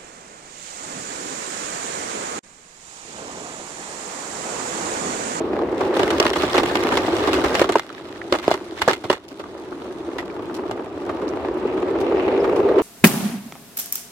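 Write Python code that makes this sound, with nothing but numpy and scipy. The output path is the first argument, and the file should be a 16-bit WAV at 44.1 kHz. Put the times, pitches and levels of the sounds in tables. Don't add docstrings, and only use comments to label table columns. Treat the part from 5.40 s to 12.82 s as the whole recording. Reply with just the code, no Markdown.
import sys
import numpy as np
from scipy import signal
from scipy.io import wavfile
from scipy.ndimage import map_coordinates

SR = 44100
rng = np.random.default_rng(int(sys.argv[2]) if len(sys.argv) > 2 else 0)


def master_out(mix):
    frames = np.transpose(np.atleast_2d(mix))
    ceiling = np.clip(frames, -1, 1)
    pcm = np.round(ceiling * 32767).astype(np.int16)
    wavfile.write(sys.argv[1], SR, pcm)


N = 327222

# t/s, knock/dB, knock f/Hz, crack/dB, crack decay/s, rattle/dB
JOLTS = [(0.7994, -2, 430, -17, 0.00093, -18), (2.215, -0.5, 400, -25.5, 0.0024, -15),
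         (2.355, -2, 930, -31, 0.0032, -38), (2.9235, -2, 358, -26, 0.0023, -16.5),
         (3.079, -3.5, 626, -29.5, 0.0013, -22), (3.113, -4, 674, -24.5, 0.002, -20),
         (3.477, -2.5, 583, -28.5, 0.0049, -19.5), (3.484, -8, 435, -25, 0.0018, -32),
         (3.7, -2, 450, -25.5, 0.0031, -23.5)]
# f/Hz, width/Hz, level/dB
BODY_MODES = [(273.7, 33, -5), (331.7, 50, 1), (365.3, 26.2, -1)]
WHEEL_MODES = [(402.5, 73, -1), (574, 203, -7), (615, 65, -9.5), (863, 277, -9.5), (1162, 160, -11.5)]
FRAME_MODES = [(2080, 26, 9), (2886, 70, 3), (3430, 80, 2.5), (4300, 87, 0), (7210, 120, -7),
               (12600, 380, -18.5)]
# f/Hz, density/dB
RUMBLE_SPECTRUM = [(25, -28), (45, -17), (70, 1), (110, -1.5), (170, -5), (260, 6), (700, -28)]
STONE_SPECTRUM = [(200, -7), (600, 6), (1200, 10), (1900, 6), (2800, 3.5), (4600, 2), (6000, -22.5),
                  (7500, -0.5), (10000, -16.5), (16000, -28.5)]
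SAND_SPECTRUM = [(2500, 7), (4000, 4), (7500, -4), (10000, -6), (16000, -19)]
LOOSE_DB, LOOSE_DRIVE = -50, 0.13


def from_db(db):
    return 10 ** (np.asarray(db) / 20)


def unit_rms(x):
    return x / np.sqrt(np.mean(x ** 2) + 1e-20)


def at_hz(table, hz):
    freqs_hz, values = np.transpose(table)
    return np.interp(np.log(hz), np.log(freqs_hz), values)


def drift(rate_hz):
    step, settle = 40, 2000
    r = np.exp(-2 * np.pi * rate_hz * step / SR)
    slow = signal.lfilter([1], [1, -2 * r, r * r], rng.standard_normal(N // step + settle + 2))[settle:]
    return np.interp(np.arange(N) / step, np.arange(len(slow)), unit_rms(slow))


def resonate(x, hz, *widths_hz):
    for width_hz in widths_hz:
        r = np.exp(-np.pi * width_hz / SR)
        feedback = [1, -2 * r * np.cos(2 * np.pi * hz / SR), r * r]
        x = signal.lfilter(np.array([1, 0, -1]) * (1 - r * r) / 2, feedback, x + 1e-18)
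    return x


def stereo(pair, hz):
    # f/Hz, correlation
    likeness = [(40, 1), (150, 0.7), (350, 1), (650, 0.85), (1100, 0.058), (1600, 0.56), (2500, -0.28),
                (5500, -0.039)]
    alike = np.clip(at_hz(likeness, hz), -.99, .99)
    mid, side = np.sqrt((1 + alike) / 2) * pair[0], np.sqrt((1 - alike) / 2) * pair[1]
    return np.array([mid + side, mid - side])


def contacts(per_s, spread_db, length_s):
    sizes = from_db(spread_db * np.minimum(rng.exponential(1, N), 3.5))
    energy = (rng.random(N) < per_s / SR) * sizes ** 2
    return unit_rms(np.sqrt(signal.lfilter([1], [1, -np.exp(-2 / (length_s * SR))], energy + 1e-18)))


def blows(times_s, level_db, decay_s):
    energy, t = np.zeros(N + SR), np.arange(SR // 5) / SR
    for start_s, db, tau_s in np.broadcast(times_s, level_db, decay_s):
        at = round(start_s * SR)
        rise = 1 - np.exp(-t / (.15 * tau_s))
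        energy[at:at + len(t)] += (from_db(db + 2) * rise * np.exp(-t / tau_s)) ** 2
    return np.sqrt(energy[:N] + 1e-18)


def swells(rows, attack_s, release_s):
    t, power = np.arange(N) / SR, 0
    for start_s, length_s, db in rows:
        rise = np.clip((t - start_s) / attack_s, 0, 1)
        fall = np.exp(-np.maximum(t - start_s - length_s, 0) / release_s)
        power += (from_db(db) * rise * fall) ** 2
    return np.sqrt(power)


def add_pulse(out, sound, start_s, level_db, swell_s):
    at, t = round(start_s * SR), np.arange(sound.shape[-1]) / SR
    out[..., at:at + len(t)] += from_db(level_db) * sound * t / swell_s * np.exp(1 - t / swell_s)


def radiate(force, spectrum, wander_db=1.5, wander_hz=6):
    edges_hz = np.geomspace(22, 16500, 20)
    noise, out, power = rng.standard_normal((2, 2, N)) * force, 0, 0
    for k, (low, high) in enumerate(zip(edges_hz, edges_hz[1:])):
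        if high < spectrum[0][0] or low > spectrum[-1][0]:
            continue
        hz = np.sqrt(low * high)
        gain = from_db(at_hz(spectrum, hz))
        band = signal.sosfilt(signal.butter(2, [low, high], "band", fs=SR, output="sos"), noise[k % 2])
        out += stereo(band, hz) * gain * unit_rms(from_db(wander_db * drift(wander_hz)))
        power += gain ** 2 * (high - low) * 2 / SR
    return out / np.sqrt(power)


def shake(force, modes, skirt_hz):
    out, power = 0, 0
    for hz, width_hz, db in modes:
        ringing = resonate(rng.standard_normal((2, N)) * force, hz, width_hz, skirt_hz)
        out += from_db(db) * stereo(ringing, hz)
        power += from_db(db) ** 2 * np.pi * width_hz / SR
    return out / np.sqrt(power)


def rolling(drive, crush):
    # f/Hz, width/Hz, level/dB
    hum_modes = [(392.6, 43, -0.5), (493, 83, -7), (850, 46, -16)]
    # f/Hz, density/dB
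    grit_spectrum = [(300, -17), (700, 16), (1200, -3), (1700, 3.5), (2400, 1.5), (4000, -10.5),
                     (7000, -38), (15000, -32)]
    drag = (crush / from_db(LOOSE_DB)) ** 0.25
    bumps = np.hypot(.6, 0.52 * contacts(per_s=170, spread_db=4.5, length_s=0.0027))
    body = shake(from_db(-20.5) * drive * bumps, BODY_MODES, skirt_hz=450)
    wheels = shake(from_db(-24.5) * drive * drag * bumps, WHEEL_MODES, skirt_hz=930)
    travel = np.cumsum(.8 + .2 * drive)
    steady_hum = shake(bumps, hum_modes, skirt_hz=382)
    climbing_hum = np.array([np.interp(travel, np.arange(N), side) for side in steady_hum])
    hum = from_db(-15) * drive ** 3.24 * climbing_hum
    rumble = radiate(from_db(-35.5) * drive ** 0.75 * drag, RUMBLE_SPECTRUM)
    grit = radiate(from_db(-31.5) * drive ** 2.02 * bumps, grit_spectrum, wander_db=3)
    return body + wheels + hum + rumble + grit


def sand(drive, level_db=-59):
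    pops = contacts(per_s=180, spread_db=6, length_s=0.0035)
    return radiate(from_db(level_db) * np.tanh(drive / LOOSE_DRIVE) * pops, SAND_SPECTRUM)


def clinks(per_s, spread_db, q, pitches=40):
    # f/Hz, level/dB
    spectrum = [(1100, 15.5), (4200, -5.5), (8000, -16.5)]
    sizes = from_db(spread_db * np.minimum(rng.exponential(1, N), 3)) * (rng.random(N) < per_s / SR)
    clicks = sizes * rng.standard_normal((2, N))
    pitch_index, out = rng.integers(0, pitches, N), 0
    for k, hz in enumerate(np.geomspace(1500, 9000, pitches) * rng.uniform(.97, 1.03, pitches)):
        out += from_db(at_hz(spectrum, hz)) * resonate(clicks * (pitch_index == k), hz, hz / q)
    return unit_rms(out)


def ballast(crush):
    # f/Hz, density/dB
    splinter_spectrum = [(7000, -11.5), (14000, -4)]
    grinding = contacts(per_s=3000, spread_db=1, length_s=.001) * from_db(1.5 * drift(20))
    clicks = contacts(per_s=140, spread_db=4, length_s=.0008)
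    force = crush * np.hypot(from_db(-5.5) * grinding, from_db(-6.5) * clicks)
    frame = shake(force * from_db(-9), FRAME_MODES, skirt_hz=1500)
    load = np.sqrt(crush / crush.max())
    ringing = crush * load * from_db(-4) * clinks(per_s=350, spread_db=1, q=32)
    splinters = radiate(force * load * from_db(-25), splinter_spectrum)
    crunch = from_db(4) * radiate(force, STONE_SPECTRUM, wander_db=2, wander_hz=40)
    return crunch + frame + ringing + splinters


def breaking_stones():
    # t/s, crack/dB, thud/dB, crack decay/s
    hits = [(0.406, -37, -18, 0.0061), (0.566, -28, -16, 0.0033), (0.593, -23, -14, 0.0047),
            (0.632, -23.5, -15, 0.0013), (0.704, -20, -23, 0.0017), (0.8525, -23, -9.5, 0.0017),
            (0.8648, -13.5, -23, 0.00094), (0.8815, -24.5, -32, 0.0013), (0.902, -19, -37, 0.00078),
            (0.932, -23, -32, 0.0041), (0.957, -24.5, -20.5, 0.0067), (1.031, -27.5, -15.5, 0.0049),
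            (1.141, -24.5, -15.5, 0.01), (1.179, -18.5, -11, 0.0028), (1.197, -26, -16, 0.0025),
            (1.232, -24.5, -14, 0.0022), (1.354, -18.5, -15.5, 0.0018), (1.52, -29.5, -16, 0.0064),
            (1.571, -19, -16.5, 0.0028), (1.873, -27, -16.5, 0.0043), (1.931, -20.5, -22.5, 0.0055),
            (2.039, -32, -16, 0.0061), (2.15, -18.5, -25, 0.0027), (2.194, -18.5, -15, 0.0027),
            (2.29, -26.5, -15, 0.0051), (2.321, -25, -34, 0.0042), (2.395, -18.5, -45, 0.00083),
            (2.986, -27, -40, 0.0019), (3.417, -15, -27, 0.002), (3.532, -19, -40, 0.0022),
            (3.638, -36.5, -26.5, 0.0074), (3.994, -39, -30, 0.0061), (4.783, -31, -32, 0.0047),
            (5.311, -27, -22, 0.002), (5.692, -47, -20, 0.005), (5.815, -45, -28, 0.0075),
            (6.826, -44, -27, 0.0034), (7.042, -42, -17, 0.0035), (7.385, -38, -15.5, 0.0042)]
    jolt_s, knock_db, _, crack_db, crack_decay_s, rattle_db = np.transpose(JOLTS)
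    bounces = np.column_stack([jolt_s + 0.027, crack_db + 0.5, rattle_db, crack_decay_s])
    snap_s, snap_db, thud_db, snap_decay_s = np.vstack([hits, bounces]).T
    split = blows(np.r_[snap_s, jolt_s], np.r_[snap_db, crack_db] + 7, decay_s=0.0003)
    crack = np.hypot(blows(snap_s, snap_db + 4.5, snap_decay_s),
                     blows(jolt_s, crack_db + 14.5, crack_decay_s))
    crumble = np.hypot(blows(snap_s, snap_db, 3.7 * snap_decay_s),
                       blows(jolt_s, crack_db + 3, 7.6 * crack_decay_s))
    crumble *= contacts(per_s=620, spread_db=3, length_s=0.0015)
    force = np.sqrt(split ** 2 + crack ** 2 + crumble ** 2)
    frame = shake(force * from_db(-9), FRAME_MODES, skirt_hz=1500)
    thud = np.hypot(blows(snap_s, thud_db + 5.5, 2.15 * snap_decay_s),
                    blows(jolt_s, knock_db - 5, 2.33 * crack_decay_s))
    car = shake(thud, BODY_MODES + WHEEL_MODES, skirt_hz=1360)
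    rumble = radiate(thud * from_db(-17), RUMBLE_SPECTRUM, wander_db=7, wander_hz=20)
    rattle = blows(jolt_s, rattle_db - 1.5, decay_s=0.033)
    rattle *= contacts(per_s=110, spread_db=-14.5, length_s=0.009)
    axles = shake(rattle, WHEEL_MODES, skirt_hz=1470)
    cracking = radiate(force, STONE_SPECTRUM, wander_db=2.5, wander_hz=80)
    return cracking + frame + car + rumble + axles


def jolts():
    # f/pitch, level/dB
    partials = [(.38, -13.5), (.68, -10), (1, -1.5), (1.5, -12)]
    out, t = np.zeros(N), np.arange(SR // 20) / SR
    for start_s, knock_db, hz, *_ in JOLTS:
        spacing = rng.uniform(.8, 1.25)
        ringing = sum((-1) ** k * from_db(db) * np.sin(2 * np.pi * ratio ** spacing * hz * t)
                      for k, (ratio, db) in enumerate(partials))
        add_pulse(out, ringing, start_s, knock_db, swell_s=0.0013)
    return signal.sosfilt(signal.butter(1, 150, "high", fs=SR, output="sos"), out + 1e-18)


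def chinks(width_hz=120, skirt_hz=690):
    # t/s, f/Hz, level/dB, swell/s
    rubs = [(0.8, 4950, -11, 0.00083), (0.935, 3200, -28, 0.0025), (0.985, 4230, -33, 0.0065),
            (3.418, 2170, -23, 0.0031), (3.482, 1625, -16, 0.0038), (3.698, 2880, -19, 0.0014),
            (4.784, 1940, -27, 0.0066), (6.775, 5064, -49, 0.0044), (6.997, 5080, -43.5, 0.0061)]
    out = np.zeros((2, N))
    for start_s, hz, level_db, swell_s in rubs:
        tone = unit_rms(resonate(rng.standard_normal((2, SR // 10)), hz, width_hz, skirt_hz))
        add_pulse(out, tone, start_s, level_db, swell_s)
    return out


def pebble_ticks(width_ratio=0.37):
    # t/s, f/Hz, level/dB
    flicks = [(2.5, 1250, -30), (2.579, 1970, -33), (2.758, 1670, -33.5), (2.815, 1640, -24.5),
              (4.038, 1180, -27.5), (4.325, 1100, -28), (4.899, 1940, -34), (5.235, 1003, -24),
              (5.879, 4300, -37), (5.888, 5600, -37)]
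    out = np.zeros((2, N))
    for start_s, hz, level_db in flicks:
        width_hz = hz * width_ratio
        burst = unit_rms(resonate(rng.standard_normal((2, SR // 20)), hz, width_hz, width_hz))
        add_pulse(out, stereo(burst, hz), start_s, level_db, swell_s=0.0018)
    return out


def faint_high_whistle():
    # t/s, length/s, level/dB
    spans = [(2.75, 0.95, -53.5), (3.93, 0.83, -55.5)]
    # f/Hz, width/Hz, level/dB
    bands = [(3630, 1400, 12), (6240, 110, 13), (7450, 150, 8), (9000, 290, 7), (10700, 2800, -5)]
    steady = shake(contacts(per_s=300, spread_db=2.5, length_s=0.008), bands, skirt_hz=2500)
    position = np.cumsum(1 + .035 * drift(7))
    wavering = np.array([map_coordinates(side, [position], mode="mirror") for side in steady])
    return swells(spans, attack_s=0.019, release_s=0.044) * wavering


def pebble_skitters():
    # t/s, level/dB
    slides = [(3.881, -42.5), (5.141, -34.5), (6.6, -37), (7.155, -37.5)]
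    times_s, level_db = np.transpose(slides)
    rattle = contacts(per_s=800, spread_db=2, length_s=.001)
    return radiate(blows(times_s, level_db, decay_s=0.018) * rattle, SAND_SPECTRUM)


def scene():
    # t/s, drive/0-1
    drive_curve = [(0, 0.79), (.2, 0.72), (.6, 0.84), (.95, 0.51), (1.5, 0.75), (2.2, 0.71), (2.42, 0.09),
                   (2.8, 0.23), (3.4, 0.2), (3.82, 0.09), (4.15, 0.23), (5.32, 0.48), (5.55, 0.35),
                   (5.75, 0.6), (6.2, 0.65), (6.6, .87), (7.15, 1)]
    # t/s, length/s, level/dB
    heaps = [(.34, 0.2, -42.5), (.52, 0.38, -33), (.94, 0.25, -29), (1.22, 0.99, -30.5),
             (2.28, 1.06, -47.5), (3.01, 0.05, -33.5), (3.35, 0.098, -36.5)]
    drive = np.interp(np.arange(N) / SR, *np.transpose(drive_curve))
    loose = from_db(LOOSE_DB) * np.tanh(drive / LOOSE_DRIVE)
    crush = np.hypot(loose, swells(heaps, attack_s=.04, release_s=.05))
    stones = ballast(crush) + breaking_stones() + sand(drive)
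    stones += pebble_skitters() + pebble_ticks() + chinks()
    pan_db = [[-1], [1]]
    return rolling(drive, crush) + faint_high_whistle() + jolts() + stones * from_db(pan_db)


def record(dry):
    cutoff_hz = 16100
    clipped = dry / (1 + dry ** 6) ** (1 / 6)
    return signal.sosfilt(signal.ellip(10, .1, 80, cutoff_hz, fs=SR, output="sos"), clipped)


dry = scene()
out = record(dry)
master_out(out)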